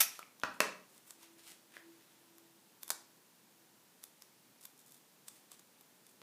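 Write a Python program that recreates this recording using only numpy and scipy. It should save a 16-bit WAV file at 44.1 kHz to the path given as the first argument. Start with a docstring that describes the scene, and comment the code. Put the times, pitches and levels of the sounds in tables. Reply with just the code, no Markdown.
"""Over faint hiss and a hum that swells then fades, sticky tape tears tooth by tooth on a small dispenser's cutter.
Fingers then slide on paper (stick-slip clicks), creases buckle, and the cardboard roll is bumped.
The dispenser is set down on a desk in two knocks (contact bursts exciting resonances); sliding and crackling go on.
Later the paper strip snaps sharply and, as a thumb presses the tape down, it crinkles in tiny buckling clicks.
A small room answers all but the hiss and hum with one near-wall echo and a frequency-dependent decay."""
import sys
import numpy as np
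from scipy import signal
from scipy.fft import rfft, irfft
from scipy.io import wavfile
from scipy.ndimage import uniform_filter1d

SR = 44100
rng = np.random.default_rng(int(sys.argv[2]) if len(sys.argv) > 2 else 0)


def output_pcm(signal):
    """Save a mono or channel-first signal as 16-bit PCM at the path in sys.argv[1].

    Samples are clipped to [-1, 1] before scaling.
    """
    pcm = np.clip(np.atleast_2d(signal).T, -1, 1) * 32767
    wavfile.write(sys.argv[1], SR, np.round(pcm).astype(np.int16))


N = 274547
TIME = np.arange(N) / SR
BLOCK = 4096  # samples in an impulse response
FREQ = np.maximum(np.arange(BLOCK // 2 + 1) * SR / BLOCK, 1)  # bin frequencies [Hz]


def undb(db):
    """Decibel definition: level to amplitude ratio."""
    return 10 ** (np.asarray(db) / 20)


def unit(x):
    """Energy normalization: the squares sum to one."""
    return x / np.sqrt(np.sum(x ** 2))


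def curve(points, hz=FREQ):
    """Spectral envelope: (frequency [Hz], value) points joined linearly on a log-frequency axis."""
    at, value = np.transpose(points)
    return np.interp(np.log(hz), np.log(at), value)


def hump(hz, height_db, octaves):
    """Broad formant: a Gaussian rise in level on a log-frequency axis."""
    distance = np.log2(FREQ / hz) / octaves
    return height_db * np.exp(-.5 * distance ** 2)


def resonances(modes):
    """Modal superposition: Lorentzian peaks in dB from (frequency [Hz], width [Hz], height [dB])."""
    return sum(db / (1 + (2 * (FREQ - hz) / width) ** 2) for hz, width, db in modes)


def flutter(length, rate):
    """Slow random modulation: normal values, about rate a second, joined by straight lines."""
    steps = np.arange(length) * rate / SR
    return np.interp(steps, np.arange(length), rng.standard_normal(length))


def response(db):
    """Minimum phase: folding the cepstrum gives the causal impulse response of a spectrum in dB."""
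    cepstrum = irfft(np.log(undb(db)))
    cepstrum[1:BLOCK // 2] *= 2
    cepstrum[BLOCK // 2 + 1:] = 0
    return unit(irfft(np.exp(rfft(cepstrum))))


def add(track, s, sound):
    """Linear superposition: mix a sound into the track at time s."""
    start = max(int(s * SR), 0)
    part = sound[:max(len(track) - start, 0)]
    track[start:start + len(part)] += part


def contact(ms, chatter_db, grip=0.42):
    """Impulsive contact: a first touch, then chatter that builds and decays, whitened to a near-flat spectrum."""
    age = 1000 * TIME[:BLOCK // 2] / ms  # in decay times
    envelope = np.exp(-age) * (1 - np.exp(-age / grip))
    force = undb(chatter_db) * unit(rng.standard_normal(len(age)) * envelope)
    force[0] += 1
    power = uniform_filter1d(np.abs(rfft(force, BLOCK)) ** 2, size=41)
    whitener = response(-10 * np.log10(power + 1e-3))
    return signal.fftconvolve(force, whitener)[:BLOCK]


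def strike(force, answer, db):
    """Source-filter principle: a force convolved with an object's response, at a set energy."""
    return undb(db) * unit(signal.fftconvolve(force, answer))


# reverberation time of the room: (frequency [Hz], T60 [s])
REVERBERATION = [(70, 0.24), (180, 0.62), (600, 0.45), (2000, 0.4), (6000, 0.38), (10000, 0.29),
                 (15000, 0.18)]


def room(x, wet_db, echo_s=.0122, echo_db=-12, echo_ms=1.9, build_s=0.0043, patchy_db=0.5):
    """Room reverberation: one near-wall echo and clustered reflections with a decay time for each band."""
    t = TIME[:SR // 2]
    noise = rfft(rng.standard_normal(len(t)) * undb(patchy_db * flutter(len(t), rate=340)))
    hz = np.maximum(np.arange(len(noise)) * SR / len(t), 1)
    centres = np.array(REVERBERATION)[:, 0]
    tail = 0
    # each row of the identity picks one band, which crossfades into its neighbours
    for own, (_, t60) in zip(np.eye(len(centres)), REVERBERATION):
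        band = curve(np.c_[centres, own], hz)
        tail = tail + irfft(noise * band, len(t)) * undb(-60 * t / t60)
    tail = unit(tail * (1 - np.exp(-(t / build_s) ** 2)))
    add(tail, echo_s, undb(echo_db) * unit(contact(echo_ms, chatter_db=9)))
    return x + undb(wet_db) * signal.fftconvolve(x, tail)[:len(x)]


# spectral shape of the room's steady air: (frequency [Hz], relative spectral density [dB])
AIR_SPECTRUM = [(15, -65.5), (25, -37.5), (90, -23), (103, -13.5), (128, -6), (213, -1.5), (326, -5),
                (475, -6.5), (673, -9.5), (978, -8), (1090, -11.5), (1210, -11.5), (1860, -12.5),
                (2020, -13.5), (15000, -16)]
AIR_DB = -65.5
HUM_HZ, HUM_PEAK_S, HUM_DB, HUM_FAINT_DB = 334, 1.34, -76.5, -98
HUM_HOLD_S, HUM_RISE_DB_PER_S, HUM_FALL_DB_PER_S = 0.73, 35, 9


def air(waver_db=8.0):
    """Stationary noise and a modulated tone: steady hiss with a low murmur, and a thin wavering hum."""
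    noise = rng.standard_normal(N + BLOCK)
    hiss = signal.fftconvolve(noise, response(curve(AIR_SPECTRUM)))[BLOCK:BLOCK + N]
    pitch = HUM_HZ + 0.63 * flutter(N, rate=7.0)
    hum = np.sqrt(2) * np.sin(2 * np.pi * np.cumsum(pitch) / SR)  # RMS of one
    age = TIME - HUM_PEAK_S
    rise = HUM_RISE_DB_PER_S * np.minimum(age, 0)
    fall = HUM_FALL_DB_PER_S * np.maximum(age - HUM_HOLD_S, 0)
    swell = np.maximum(HUM_DB + rise - fall, HUM_FAINT_DB)
    return undb(AIR_DB) * hiss + hum * undb(swell + waver_db * flutter(N, rate=5.82))


# spectral envelope of the taut film: (frequency [Hz], relative level [dB])
FILM_SPECTRUM = [(60, -26), (200, -21), (400, -18.5), (700, -9.5), (1100, -7), (2400, -0.5), (3800, -4.5),
                 (5800, -4), (8000, -1.5), (12000, 2.5), (15500, -1.5)]
# resonances of cutter and shell held in the air: (frequency [Hz], width [Hz], height [dB])
CUTTER_MODES = [(672, 200, 3.5), (1315, 70, 9), (1840, 34, 8), (2490, 200, 6.5), (3610, 140, 7.5),
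                (4710, 79, 6), (5600, 310, 11), (6160, 250, 8.5), (10840, 330, 2), (12400, 1200, 4.5)]
# the tear grows to its hardest bite, eases, and the last edge pops free
TEAR_S, BITE_S, FREE_S = .004, 0.0068, 0.017
TEETH_PER_S, TOOTH_JITTER_S, TOOTH_SPREAD_DB = 585, .0001, 1
BITE_DB, FREE_DB = 1.5, -1
GROW_DB_PER_S, EASE_DB_PER_S = 2897, 900


def tear(count=7):
    """Successive fracture: each tooth's puncture cracks the film and rings the cutter."""
    out = np.zeros(N)
    cutter = response(curve(FILM_SPECTRUM) + resonances(CUTTER_MODES))
    at = TEAR_S + np.arange(count) / TEETH_PER_S
    jitter, spread = rng.standard_normal((count, 2)).T
    drop = np.maximum(GROW_DB_PER_S * (BITE_S - at), EASE_DB_PER_S * (at - BITE_S))
    level = BITE_DB - drop + TOOTH_SPREAD_DB * spread
    teeth = zip(at + TOOTH_JITTER_S * jitter, level)
    for s, db in [*teeth, (FREE_S, FREE_DB)]:
        crack = strike(contact(ms=0.41, chatter_db=6.5), cutter, db)
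        crack = np.pad(crack, (0, SR // 2))  # space for the reverberation
        # the film swings as it parts, so each crack reaches the walls by other paths
        add(out, s, room(crack, wet_db=-8.5, echo_db=0.0, echo_ms=7.4))
    return out


# fingers slide on paper and plastic:
# (time of the peak [s], Gaussian half-width [s], peak level [dB], hump centre [Hz])
FINGER_STROKES = [(.155, 0.036, -58, 5240), (0.546, 0.0071, -64, 5000), (0.939, 0.039, -67.5, 7900),
                  (1.087, 0.023, -62, 10200), (1.229, 0.024, -61.5, 4500), (1.396, 0.015, -61.5, 5000),
                  (1.487, 0.033, -55, 5540), (1.753, .022, -61, 2400), (2.032, 0.18, -74, 3050),
                  (5.349, 0.043, -67.5, 9000), (5.53, .012, -59.5, 6030)]


def strokes(slips_per_s=4500, spread_db=4.0, jerk_db=2):
    """Stick-slip friction: skin catches and slips on fibres in dense tiny clicks that swell and fade unevenly."""
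    out = np.zeros(N)
    surface = curve([(100, -6), (500, 3), (1800, 3), (3600, 0.0), (6000, -3.5), (9000, 1.0), (15000, -3.0)])
    for s, half, db, hz in FINGER_STROKES:
        t = TIME[np.abs(TIME - s) < 3 * half] - s
        count = 2 * SR  # long enough for a stable standard deviation
        slips = (rng.random(count) < slips_per_s / SR) * rng.standard_normal(count)
        slips *= undb(spread_db * rng.standard_normal(count) + jerk_db * flutter(count, rate=160))
        speed = np.exp(-.5 * (t / half) ** 2)[:count]
        friction = slips[:len(speed)] / slips.std() * speed
        colour = response(surface + hump(hz, height_db=8.0, octaves=1.0))
        add(out, s + t[0], undb(db) * signal.fftconvolve(friction, colour))
    return room(out, wet_db=-4)


# spectral envelope of the paper strip: (frequency [Hz], relative level [dB])
PAPER_SPECTRUM = [(60, -36), (200, -15), (430, -6), (750, -7.5), (1200, -6), (2500, -3.5), (3100, -4.5),
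                  (3900, -1.5), (7000, 1), (12000, 0.5), (15500, -3)]
# resonances of the strip: (frequency [Hz], width [Hz], height before any ring factor [dB])
STRIP_MODES = [(970, 110, 6.2), (1113, 140, 9.4), (1560, 180, 5.3), (3550, 180, 11.3), (4970, 170, 1.7)]
# creases in tape and paper flick over:
# (time [s], energy level [dB], bright hump centre [Hz], body hump height [dB], chatter decay [ms])
CREASE_EVENTS = [(.192, -28, 10900, 4, 1.1), (.399, -32.5, 6070, 4, 0.49), (.9795, -35.5, 8400, 1, 0.62),
                 (1.1069, -23.5, 7640, 0.5, 1.1), (1.23, -32, 5860, 13, 1.6),
                 (2.3828, -33.5, 13000, 12, .9), (2.8322, -18.5, 12500, 0, .9), (2.8797, -24, 11000, 3, .8),
                 (2.8916, -24.5, 9000, 7, 1.4), (4.033, -35, 5700, 7, 1.1),
                 (4.0388, -21.5, 11500, -4, 0.82), (4.2215, -27.5, 5400, -3, .8),
                 (4.637, -33, 9050, -14, 1.1), (4.6532, -22.5, 12900, -2.5, 1.7),
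                 (4.9215, -33.5, 12700, -14, 1), (5.2824, -20.5, 8300, 0, 2.4),
                 (5.5168, -26.5, 8350, 8.5, 1.9), (5.5939, -33.5, 7100, 1, 2.7),
                 (5.8101, -34, 12000, 6, 1.5), (6.0667, -35, 9200, -9, 1.4)]


def creases(creak_s=0.01, creak_db=-13, ring=.9):
    """Buckling instability: fibres creak, then the crease cracks; the more paper it moves, the fuller its body."""
    out = np.zeros(N)
    paper = curve(PAPER_SPECTRUM) + ring * resonances(STRIP_MODES)
    lead = TIME[:BLOCK // 4]
    for s, db, hz, body_db, ms in CREASE_EVENTS:
        brightness = hump(hz, height_db=7.5, octaves=0.14)
        body = hump(940, body_db, octaves=0.49)
        strip = response(paper + brightness + body)
        creak = rng.standard_normal(len(lead)) * np.exp((lead - lead[-1]) / creak_s)
        add(out, s - lead[-1], strike(creak, strip, db + creak_db))
        add(out, s, strike(contact(ms, chatter_db=5), strip, db))
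    return room(out, wet_db=-10.5)


# fingers bump the cardboard roll: (time [s], energy level [dB], hump centre [Hz])
ROLL_TAPS = [(0.1921, -20.5, 1230), (0.2288, -27, 2320), (0.417, -34.5, 3300), (1.7679, -23, 1810),
             (6.217, -30, 220)]


def taps():
    """Impact excitation: hollow bumps of the roll, each with one broad resonance."""
    out = np.zeros(N)
    roll = curve([(50, -30), (200, 0), (600, 8), (2500, 0.0), (4500, -2), (7000, -10), (15000, -13)])
    for s, db, hz in ROLL_TAPS:
        answer = response(roll + hump(hz, height_db=17, octaves=0.25))
        add(out, s, strike(contact(ms=1.18, chatter_db=-3.5), answer, db))
    return room(out, wet_db=-7)


# the dispenser meets the desk, heel first:
# (time [s], energy level [dB], chatter decay [ms], room level [dB])
DESK_KNOCKS = [(0.4348, -4.5, 1.67, -5), (.6040, 2.5, 1.11, -6)]
# resonances of dispenser on desk: (frequency [Hz], width [Hz], height [dB])
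DISPENSER_MODES = [(183, 42, 7), (429, 9.7, 9), (613, 45, 4.5), (820, 10, 12), (947, 25, 8),
                   (1070, 110, 4.5), (1170, 16, 6.5), (1312, 37, 4.5), (1490, 79, 2.5), (1630, 68, 6.5),
                   (1914, 36, 5.5), (2113, 45, 6), (2200, 44, 3.5), (2624, 180, 7), (4270, 290, 5),
                   (5410, 200, 6), (6300, 170, 5)]
# envelope of the first knock, the heel alone: (frequency [Hz], relative level [dB])
HEEL_SPECTRUM = [(30, -17), (90, -7), (190, -0.5), (290, 2.5), (430, -4), (620, 1.5), (850, -1), (1450, 8),
                 (2000, -2), (3000, -7), (4500, -12), (6300, -14.5), (9000, -22), (15500, -27)]
# envelope of the second knock, the whole shell: (frequency [Hz], relative level [dB])
SHELL_SPECTRUM = [(30, -46), (110, -24), (200, -6.5), (290, -4), (400, -4.5), (580, 3.5), (740, -8.5),
                  (1000, -1), (1600, -0.5), (2700, -3), (3200, -10), (5800, -9.5), (10500, -12.5),
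                  (15500, -18)]


def knocks():
    """Modal excitation by impact: the dispenser lands with a dull thud, then tips flat with a brighter clack."""
    out = np.zeros(N)
    for (s, db, ms, room_db), shape in zip(DESK_KNOCKS, (HEEL_SPECTRUM, SHELL_SPECTRUM)):
        blow = np.zeros(N)
        answer = response(curve(shape) + resonances(DISPENSER_MODES))
        add(blow, s, strike(contact(ms, chatter_db=10.0), answer, db))
        out += room(blow, room_db)
    return out


# the bent strip springs through, then its edge slaps back:
# (time [s], energy level [dB], chatter decay [ms])
SNAP_EVENTS = [(2.9037, -4.5, 1.66), (2.9072, -16.5, 1.6), (2.9155, -18, 2.4)]
# spectral envelope of the strip under tension: (frequency [Hz], relative level [dB])
TAUT_SPECTRUM = [(60, -33), (200, -11), (430, 1), (720, -1), (880, -1), (1600, 0), (2300, -5), (3050, -12),
                 (3700, -1.5), (6000, 0), (8200, 1.5), (12000, -1), (15500, -5.5)]


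def snap():
    """Snap-through buckling: the bent strip gives way all at once under the thumb."""
    out = np.zeros(N)
    strip = response(curve(TAUT_SPECTRUM) + 0.44 * resonances(STRIP_MODES))
    for s, db, ms in SNAP_EVENTS:
        add(out, s, strike(contact(ms, chatter_db=6.5), strip, db))
    return room(out, wet_db=-11.0)


# the thumb presses the tape down: (start [s], length [s], mean energy level of a crinkle [dB])
THUMB_PRESSES = [(4.602, .045, -40), (4.776, .035, -37), (4.859, 0.12, -42), (6.083, .025, -40.5)]
CRINKLES_PER_S, CRINKLE_SPREAD_DB, CRINKLE_HZ, CRINKLE_MS = 100, 3, 9500, 2.6


def crinkles():
    """Crackling noise: tiny bright creases give way at uneven moments and with uneven strength."""
    out = np.zeros(N)
    brightness = hump(CRINKLE_HZ, height_db=7.5, octaves=.8)
    strip = response(curve(PAPER_SPECTRUM) + resonances(STRIP_MODES) + brightness)
    for start, length, db in THUMB_PRESSES:
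        for slot in np.arange(0, length, 1 / CRINKLES_PER_S):
            s = start + slot + rng.random() / CRINKLES_PER_S
            level = db + CRINKLE_SPREAD_DB * rng.standard_normal()
            add(out, s, strike(contact(CRINKLE_MS, chatter_db=8), strip, level))
    return room(out, wet_db=-7.5)


def scene():
    """Superposition: the pressures of all sources add at one microphone above the desk."""
    handling = strokes() + creases() + taps()
    return (air() + tear() + handling + knocks() + snap() + crinkles())[None]


def record(dry):
    """Band limitation: a steep elliptic low-pass cuts the top."""
    top_hz = 15450
    lowpass = signal.ellip(10, .2, 70, top_hz, fs=SR, output="sos")
    return signal.sosfilt(lowpass, dry)


dry = scene()
out = record(dry)
output_pcm(out)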